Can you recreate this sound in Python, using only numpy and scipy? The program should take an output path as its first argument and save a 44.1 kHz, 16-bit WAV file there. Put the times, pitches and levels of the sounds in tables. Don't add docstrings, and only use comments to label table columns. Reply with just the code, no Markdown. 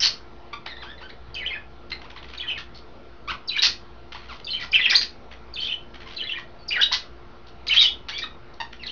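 import sys
import numpy as np
from scipy import signal
from scipy.io import wavfile
from scipy.ndimage import uniform_filter1d

SR = 44100
rng = np.random.default_rng(int(sys.argv[2]) if len(sys.argv) > 2 else 0)


def master_out(mix):
    frames = np.transpose(np.atleast_2d(mix))
    ceiling = np.clip(frames, -1, 1)
    pcm = np.round(ceiling * 32767).astype(np.int16)
    wavfile.write(sys.argv[1], SR, pcm)


N = 392931

# time_s, pitch_hz, level_db
CALLS = [
    [(.018, 3140, -30), (.037, 3080, -21.5)],
    [(.022, 3880, -22), (.032, 4190, -32), (.045, 4330, -20.5), (.071, 4400, -23)],
    [(.035, 2595, -26.5), (.05, 1599, -37), (.066, 930, -36)],
    [(.53, 1137, -33.5), (.546, 1203, -33)],
    [(.662, 716, -32), (.672, 1752, -39), (.685, 2120, -43), (.734, 1817, -41)],
    [(.767, 1758, -42), (.783, 1997, -49), (.8, 1990, -55), (.814, 2080, -49), (.83, 1637, -35.5),
     (.841, 804, -43.5), (.86, 1534, -45.5), (.92, 1774, -43.5)],
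    [(.978, 2063, -48), (1.0, 1763, -54), (1.018, 900, -45), (1.034, 1514, -41.5), (1.072, 1555, -51)],
    [(1.095, 1640, -43.5), (1.11, 2350, -44.5)],
    [(1.344, 4700, -33.5), (1.354, 3110, -35), (1.371, 2543, -32), (1.385, 3030, -34.5), (1.41, 2240, -38),
     (1.43, 1994, -34), (1.443, 1738, -40), (1.455, 2460, -34), (1.467, 3027, -25), (1.476, 3240, -30.5),
     (1.488, 2620, -41), (1.518, 2110, -32.5), (1.539, 2525, -32), (1.558, 1733, -36), (1.567, 1670, -32)],
    [(1.919, 2024, -30), (1.935, 2100, -30.5)],
    [(2.041, 868, -46.5), (2.067, 1420, -47)],
    [(2.163, 1016, -42), (2.181, 2036, -45), (2.198, 3840, -50)],
    [(2.376, 4510, -34.5), (2.385, 3790, -34), (2.394, 2292, -43), (2.402, 3013, -31), (2.41, 3390, -30),
     (2.428, 2460, -37), (2.44, 1928, -39), (2.46, 1708, -46), (2.474, 3086, -36), (2.491, 3066, -29),
     (2.505, 2564, -28), (2.516, 3014, -26.5), (2.53, 2543, -33), (2.55, 2395, -52), (2.57, 2176, -37.5),
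     (2.581, 1792, -35), (2.593, 1350, -44)],
    [(2.75, 4380, -49), (2.772, 4410, -53)],
    [(3.277, 1104, -32.5), (3.298, 1302, -29), (3.304, 1576, -29), (3.319, 1033, -28)],
    [(3.476, 5345, -32.5), (3.488, 4600, -28), (3.496, 3974, -22), (3.508, 2767, -38), (3.52, 2460, -32),
     (3.537, 3070, -32), (3.549, 2245, -39), (3.57, 2380, -24.5), (3.578, 1654, -26), (3.585, 2950, -24.5),
     (3.592, 3870, -17.5), (3.602, 3880, -28)],
    [(3.642, 4290, -23), (3.652, 4270, -28)],
    [(4.138, 4480, -58), (4.258, 4220, -62)],
    [(4.148, 880, -36), (4.17, 1377, -43)],
    [(4.29, 1425, -41), (4.334, 1005, -42)],
    [(4.446, 4684, -34.5), (4.462, 4770, -45), (4.474, 3570, -30), (4.484, 2653, -35.5),
     (4.496, 3047, -32.5), (4.51, 4270, -31.5), (4.528, 4090, -27.5), (4.536, 3040, -27.5),
     (4.555, 3114, -28.5), (4.584, 2337, -41.5), (4.606, 1978, -42), (4.612, 2350, -35), (4.625, 1965, -34),
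     (4.64, 1383, -40.5), (4.65, 1000, -39.5)],
    [(4.716, 5440, -31.5), (4.723, 4790, -28.5), (4.728, 3004, -27.5), (4.734, 2366, -19),
     (4.748, 3113, -13.5), (4.759, 2645, -13.5), (4.778, 2400, -27.5), (4.804, 1984, -23),
     (4.816, 3535, -22.5), (4.832, 2740, -25.5), (4.847, 3255, -20.5), (4.864, 2630, -16),
     (4.874, 1890, -27.5), (4.895, 1964, -35), (4.915, 2396, -19.5), (4.927, 1595, -25),
     (4.936, 1936, -17.5), (4.945, 3168, -23), (4.951, 3723, -14.5), (4.957, 4216, -8.5),
     (4.964, 4655, -12.5), (4.976, 4800, -27), (4.996, 4725, -30)],
    [(4.896, 4480, -23.5), (4.913, 3370, -21)],
    [(4.905, 5100, -22), (4.917, 5100, -29)],
    [(4.958, 6420, -22), (4.973, 6320, -16)],
    [(5.026, 4530, -40), (5.036, 4800, -28)],
    [(5.539, 4650, -33), (5.552, 4150, -43.5), (5.562, 3570, -33), (5.577, 2580, -34), (5.59, 3056, -30),
     (5.61, 4480, -34), (5.626, 3080, -28.5), (5.644, 3157, -29), (5.653, 3610, -28.5), (5.661, 3090, -30),
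     (5.669, 3550, -28.5), (5.684, 2510, -34), (5.702, 3000, -30.5), (5.713, 2707, -33),
     (5.727, 3046, -25.5), (5.745, 2980, -33)],
    [(6.06, 1030, -43.5), (6.081, 1080, -47)],
    [(6.164, 4520, -39.5), (6.172, 4090, -30), (6.192, 2635, -36.5), (6.2, 3344, -33), (6.213, 3035, -28),
     (6.23, 1764, -42.5), (6.26, 2077, -39.5), (6.274, 3430, -33.5), (6.288, 3360, -35), (6.299, 2706, -26),
     (6.309, 3370, -34), (6.325, 3023, -27), (6.338, 1796, -40.5), (6.366, 2410, -35), (6.378, 1900, -32),
     (6.391, 1100, -42)],
    [(6.237, 4070, -34), (6.247, 3840, -35)],
    [(6.589, 4600, -60), (6.64, 4410, -55)],
    [(6.682, 5640, -29.5), (6.692, 4750, -25), (6.7, 4750, -35), (6.712, 2390, -25.5), (6.727, 2950, -22.5),
     (6.748, 2350, -27.5), (6.768, 1913, -24), (6.787, 1448, -28.5), (6.808, 1652, -22.5),
     (6.816, 3470, -15), (6.826, 2890, -15.5), (6.835, 3820, -12), (6.844, 3840, -17)],
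    [(6.913, 844, -37), (6.922, 1060, -21)],
    [(6.935, 1965, -25.5), (6.944, 2050, -21.5)],
    [(7.682, 4880, -22.5), (7.688, 4027, -22), (7.699, 2213, -24), (7.714, 3060, -18), (7.735, 2648, -20),
     (7.745, 1820, -32.5), (7.754, 2090, -28), (7.764, 3062, -17), (7.78, 3280, -15), (7.799, 3920, -13.5),
     (7.809, 3660, -16), (7.823, 3756, -15.5), (7.843, 3057, -20.5), (7.859, 2955, -18),
     (7.869, 3330, -24.5), (7.892, 3520, -26.5)],
    [(7.812, 2330, -25), (7.822, 2324, -26.5), (7.834, 2080, -29)],
    [(7.817, 6080, -25), (7.835, 6600, -27)],
    [(8.101, 1640, -38), (8.126, 2262, -40), (8.18, 2300, -40), (8.19, 2375, -32), (8.203, 2370, -37)],
    [(8.135, 2840, -38), (8.15, 3320, -36.5), (8.18, 3500, -33)],
    [(8.221, 1818, -31), (8.234, 1914, -34), (8.24, 1235, -33.5), (8.247, 1280, -31.5)],
    [(8.222, 3600, -27.5), (8.235, 3780, -36), (8.258, 3680, -40)],
    [(8.602, 947, -28), (8.616, 909, -27)],
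    [(8.795, 2850, -44.5), (8.828, 2600, -44.5), (8.837, 2044, -35.5), (8.85, 1795, -54),
     (8.868, 1660, -44)],
    [(8.829, 4520, -50), (8.853, 3850, -56), (8.864, 3890, -40), (8.87, 4370, -32.5), (8.878, 3600, -34),
     (8.886, 2740, -41), (8.905, 3100, -32)],
]
# pitch_hz, level_db
CHATTER_OVERTONE = [(1000, -2.5), (1500, -3), (1950, 2.5), (2400, -8), (3000, -20.5), (4500, -26)]
WARBLE_OVERTONE = [(1500, -11), (2000, -17), (2500, -24.5), (4500, -24)]
CHATTER_HOLD, SOFT_WARBLE_HOLD, LOUD_WARBLE_HOLD = 1.5, 4.1, 2.71


def whistled_calls():
    out = np.zeros(N)
    for path, chance in zip(CALLS, rng.random((len(CALLS), 128))):
        start_s, first_hz, first_db = path[0]
        is_warble = first_hz > 4250 and path[-1][0] - start_s > .1
        hold, overtone = CHATTER_HOLD, CHATTER_OVERTONE
        if is_warble:
            peak_db = max(point[2] for point in path)
            hold = LOUD_WARBLE_HOLD if peak_db > -21.5 else SOFT_WARBLE_HOLD
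            overtone = WARBLE_OVERTONE
            second_voice = [(time_s, 6500, first_db - 7) for time_s in (start_s, start_s + .014)]
            add(out, start_s, whistle(chance[::-1], second_voice, 1, CHATTER_OVERTONE))
        add(out, start_s - .002, whistle(chance, path, hold, overtone))
    return out


def whistle(chance, path, hold, overtone):
    time_s, pitch_hz, point_db = np.transpose(sorted(path))
    t = np.arange(0, time_s[-1] - time_s[0] + .0054, 1 / SR)
    points = np.arange(len(time_s))
    place = np.interp(t, time_s - time_s[0] + .002, points)
    step = place % 1
    flick = step ** hold / (step ** hold + (1 - step) ** hold)
    place += .89 * (flick - step)
    octaves = np.interp(place, points, np.log2(pitch_hz))
    level_db = np.interp(place, points, point_db)
    if hold > CHATTER_HOLD:
        speed = np.gradient(octaves) * SR / 100
        level_db -= np.minimum(np.maximum(7.5 * speed, -4.5 * speed), 18)
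    hz = 2 ** octaves * (1 + .015 * wobble(chance[:24], t, hz=260))
    phase = 2 * np.pi * np.cumsum(hz) / SR
    tone = np.sin(phase)
    for k in range(2, 8):
        overtone_db = look_up(overtone, hz) - 2.7 * (k - 2) * (hz / 1000) ** 3
        tone += gain_of(overtone_db) * np.sin(k * phase + k * k) * (k * hz < 9000)
    tremble = gain_of(2.6 * wobble(chance[24:48], t, hz=171.03))
    tremble += .16 * wobble(chance[48:80], t, hz=737.6)
    tremble += .04 * wobble(chance[80:], t, hz=1705)
    ramp = np.clip(np.minimum(t / .0038, (t[-1] - t) / .0064), 0, 1)
    fade = np.sin(np.pi / 2 * ramp) ** 2
    return gain_of(level_db) * unit_level(tone * tremble) * fade


# start_s, length_s, level_db, beak_ring_hz
RASPS = [(0, 0.038, -20.5, 5500), (0.024, 0.055, -19, 4610), (0.658, 0.008, -38.5, 2840),
         (1.087, 0.021, -52, 2900), (1.346, 0.014, -44, 4580), (1.898, 0.0094, -42, 3890),
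         (1.915, 0.0073, -33, 2033), (2.015, 0.0054, -42, 2000), (2.097, 0.02, -44.5, 2290),
         (2.155, 0.043, -55, 2420), (2.222, 0.037, -46.5, 2220), (2.281, 0.036, -48, 2970),
         (2.329, 0.03, -42, 2170), (2.574, .035, -38.5, 3220), (2.741, 0.055, -50.5, 4310),
         (3.28, 0.042, -42, 3040), (3.305, .0083, -37.5, 3480), (3.562, 0.037, -34.5, 3495),
         (3.618, 0.057, -15.5, 4490), (4.12, 0.013, -38.5, 2460), (4.148, 0.13, -52, 2230),
         (4.279, 0.099, -50, 3660), (4.395, 0.0081, -45, 2500), (4.596, 0.057, -38, 4000),
         (4.898, 0.024, -21, 5170), (4.924, 0.034, -33, 2000), (5.01, .025, -26.5, 4230),
         (5.306, 0.036, -46.5, 1960), (5.609, .077, -41, 3950), (5.938, 0.025, -45.5, 2140),
         (5.997, 0.04, -47.5, 2300), (6.067, 0.094, -45.5, 2900), (6.379, 0.027, -43, 2450),
         (6.809, 0.026, -28.5, 4840), (6.92, 0.033, -20, 4250), (7.463, 0.035, -53, 4040),
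         (7.667, 0.01, -33, 3600), (7.733, 0.043, -26.5, 3800), (7.807, 0.039, -25, 4900),
         (8.084, 0.017, -30.5, 3260), (8.178, .019, -32.5, 4540), (8.536, 0.0063, -50.5, 4520),
         (8.726, 0.0073, -39.5, 2190), (8.857, 0.024, -43, 3860)]
# beak_ring_hz, width_hz
BEAK_WIDTHS = [(3000, 3850), (4300, 2900), (5300, 940)]
# ring_hz, width_hz, level_db
WINDPIPE_RINGS = [(1980, 1100, -18), (2940, 1200, -12.5), (5500, 1200, -11.5)]


def rasp(breath, length_s, level_db, beak_hz):
    noise = breath[:round(length_s * SR) + 90]
    snaps_per_s = np.interp(level_db, [-42, -30], [80, 190])
    unevenness = 1 + 3 * uniform_filter1d(noise, 300)
    cycles = .8 + np.cumsum(snaps_per_s * unevenness) / SR
    snaps = np.diff(np.floor(cycles), prepend=0) * gain_of(3.5 * noise)
    puffs = (.22 + np.sin(np.pi * (cycles % 1) ** .79) ** 4) * noise[::-1]
    pulses = 3 * snaps + puffs
    voice = ring(pulses, beak_hz, look_up(BEAK_WIDTHS, beak_hz))
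    for ring_hz, width_hz, ring_db in WINDPIPE_RINGS:
        voice += gain_of(ring_db) * ring(pulses, ring_hz, width_hz)
    bass_cut = signal.butter(3, 800, "high", fs=SR, output="sos")
    voice = signal.sosfilt(bass_cut, voice)
    return gain_of(level_db) * unit_level(voice) * signal.windows.tukey(len(voice), .25)


# frequency_hz, fade_s
ROOM_FADES = [(800, 0.24), (2100, 0.26), (4500, 0.22), (6500, .25)]
# delay_s, level_db
WALL_BOUNCES = [(0.013, -16.5), (0.02, -19.5), (0.036, -17.5)]


def wall_echoes(sound):
    bounces = np.zeros(SR // 2)
    slots = np.arange(300, len(bounces) - 20, 20)
    bounces[slots + rng.integers(0, 20, len(slots))] = rng.choice([-1., 1.], len(slots))
    hz, t, bands = signal.stft(bounces, SR, nperseg=256)
    fade = gain_of(-60 * t / look_up(ROOM_FADES, hz)[:, None])
    echo = signal.istft(bands * fade, SR, nperseg=256)[1]
    echo *= gain_of(-4.5) / np.linalg.norm(echo)
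    for delay_s, level_db in WALL_BOUNCES:
        echo[round(delay_s * SR)] += gain_of(level_db)
    return signal.fftconvolve(sound, echo)[:N]


# frequency_hz, relative_db
ROOM_NOISE = [(8, -9), (30, -8.5), (70, -12.5), (165, -17), (450, -17.5), (1270, -22), (1700, -28),
              (5500, -37)]
# pitch_hz, width_hz, level_db
MOTOR_TONES = [(59.44, 10, -50.5), (120, 9.6, -61), (235.3, 23, -64), (349.7, 7.3, -57), (448, 22, -65),
               (694, 7.4, -63), (1368, 2.3, -61)]


def appliance():
    frames, hz = N // 512 + 5, np.fft.rfftfreq(2048, 1 / SR)
    real, imaginary, ripple = rng.standard_normal((frames, 1025, 3)).T
    ripple = unit_level(uniform_filter1d(uniform_filter1d(ripple, 20, 0), 8, 1))
    bands = (real + 1j * imaginary) * gain_of(look_up(ROOM_NOISE, hz)[:, None] + 1.9 * ripple)
    room_noise = signal.istft(bands, nperseg=2048, noverlap=1536)[1][:N]
    out = gain_of(-48.5) * unit_level(room_noise)
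    noise, t = rng.standard_normal(N), np.arange(N) / SR
    for pitch_hz, width_hz, level_db in MOTOR_TONES:
        waver = .042 * width_hz * unit_level(ring(noise, pitch_hz, width_hz))
        out += gain_of(level_db) * (np.sin(2 * np.pi * pitch_hz * t) + waver)
    return out


def gain_of(db):
    return 10 ** (np.asarray(db) / 20)


def unit_level(sound):
    return sound / np.sqrt(np.mean(sound ** 2) + 1e-20)


def look_up(table, hz):
    row_hz, value = np.transpose(table)
    return np.interp(np.log(hz + 1), np.log(row_hz + 1), value)


def add(mix, start_s, sound):
    part = mix[max(round(start_s * SR), 0):][:len(sound)]
    part += sound[:len(part)]


def ring(sound, hz, width_hz):
    pole = np.exp((2j * hz - width_hz) * np.pi / SR)
    for _ in range(2):
        sound = 2 * signal.lfilter([1 - abs(pole)], [1, -pole], sound).real
    return sound


def wobble(chance, t, hz):
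    rate, phase = chance.reshape(2, -1, 1)
    waves = np.sin(2 * np.pi * (hz * (.4 + 1.227 * rate) * t + phase))
    return waves.sum(0) * np.sqrt(2 / len(rate))


def scene():
    birds = whistled_calls()
    breaths = rng.standard_normal((len(RASPS), 8000))
    for (start_s, length_s, level_db, beak_hz), breath in zip(RASPS, breaths):
        add(birds, start_s, rasp(breath, length_s, level_db, beak_hz))
    return (birds + wall_echoes(birds) + appliance())[None]


# frequency_hz, gain_db
MIC_TREBLE = [(4500, 1), (5500, -5), (6200, -12.5), (7200, -30)]


def record(dry):
    top_hz, zero_offset = 7250, -.0063
    hz = np.linspace(0, SR / 2, 513)
    mic_filter = signal.firwin2(255, hz, gain_of(look_up(MIC_TREBLE, hz)), fs=SR)
    top_cut = signal.firwin(511, top_hz, window=("kaiser", 11), fs=SR)
    dulled = signal.oaconvolve(dry, mic_filter[None], "same")
    rounded = dulled / (1 + (dulled / .9) ** 10) ** (1 / 10)
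    hiss = signal.lfilter(signal.firwin(255, 15800, fs=SR), 1, rng.standard_normal(N))
    return signal.oaconvolve(rounded, top_cut[None], "same") + gain_of(-98) * hiss + zero_offset


dry = scene()
out = record(dry)
master_out(out)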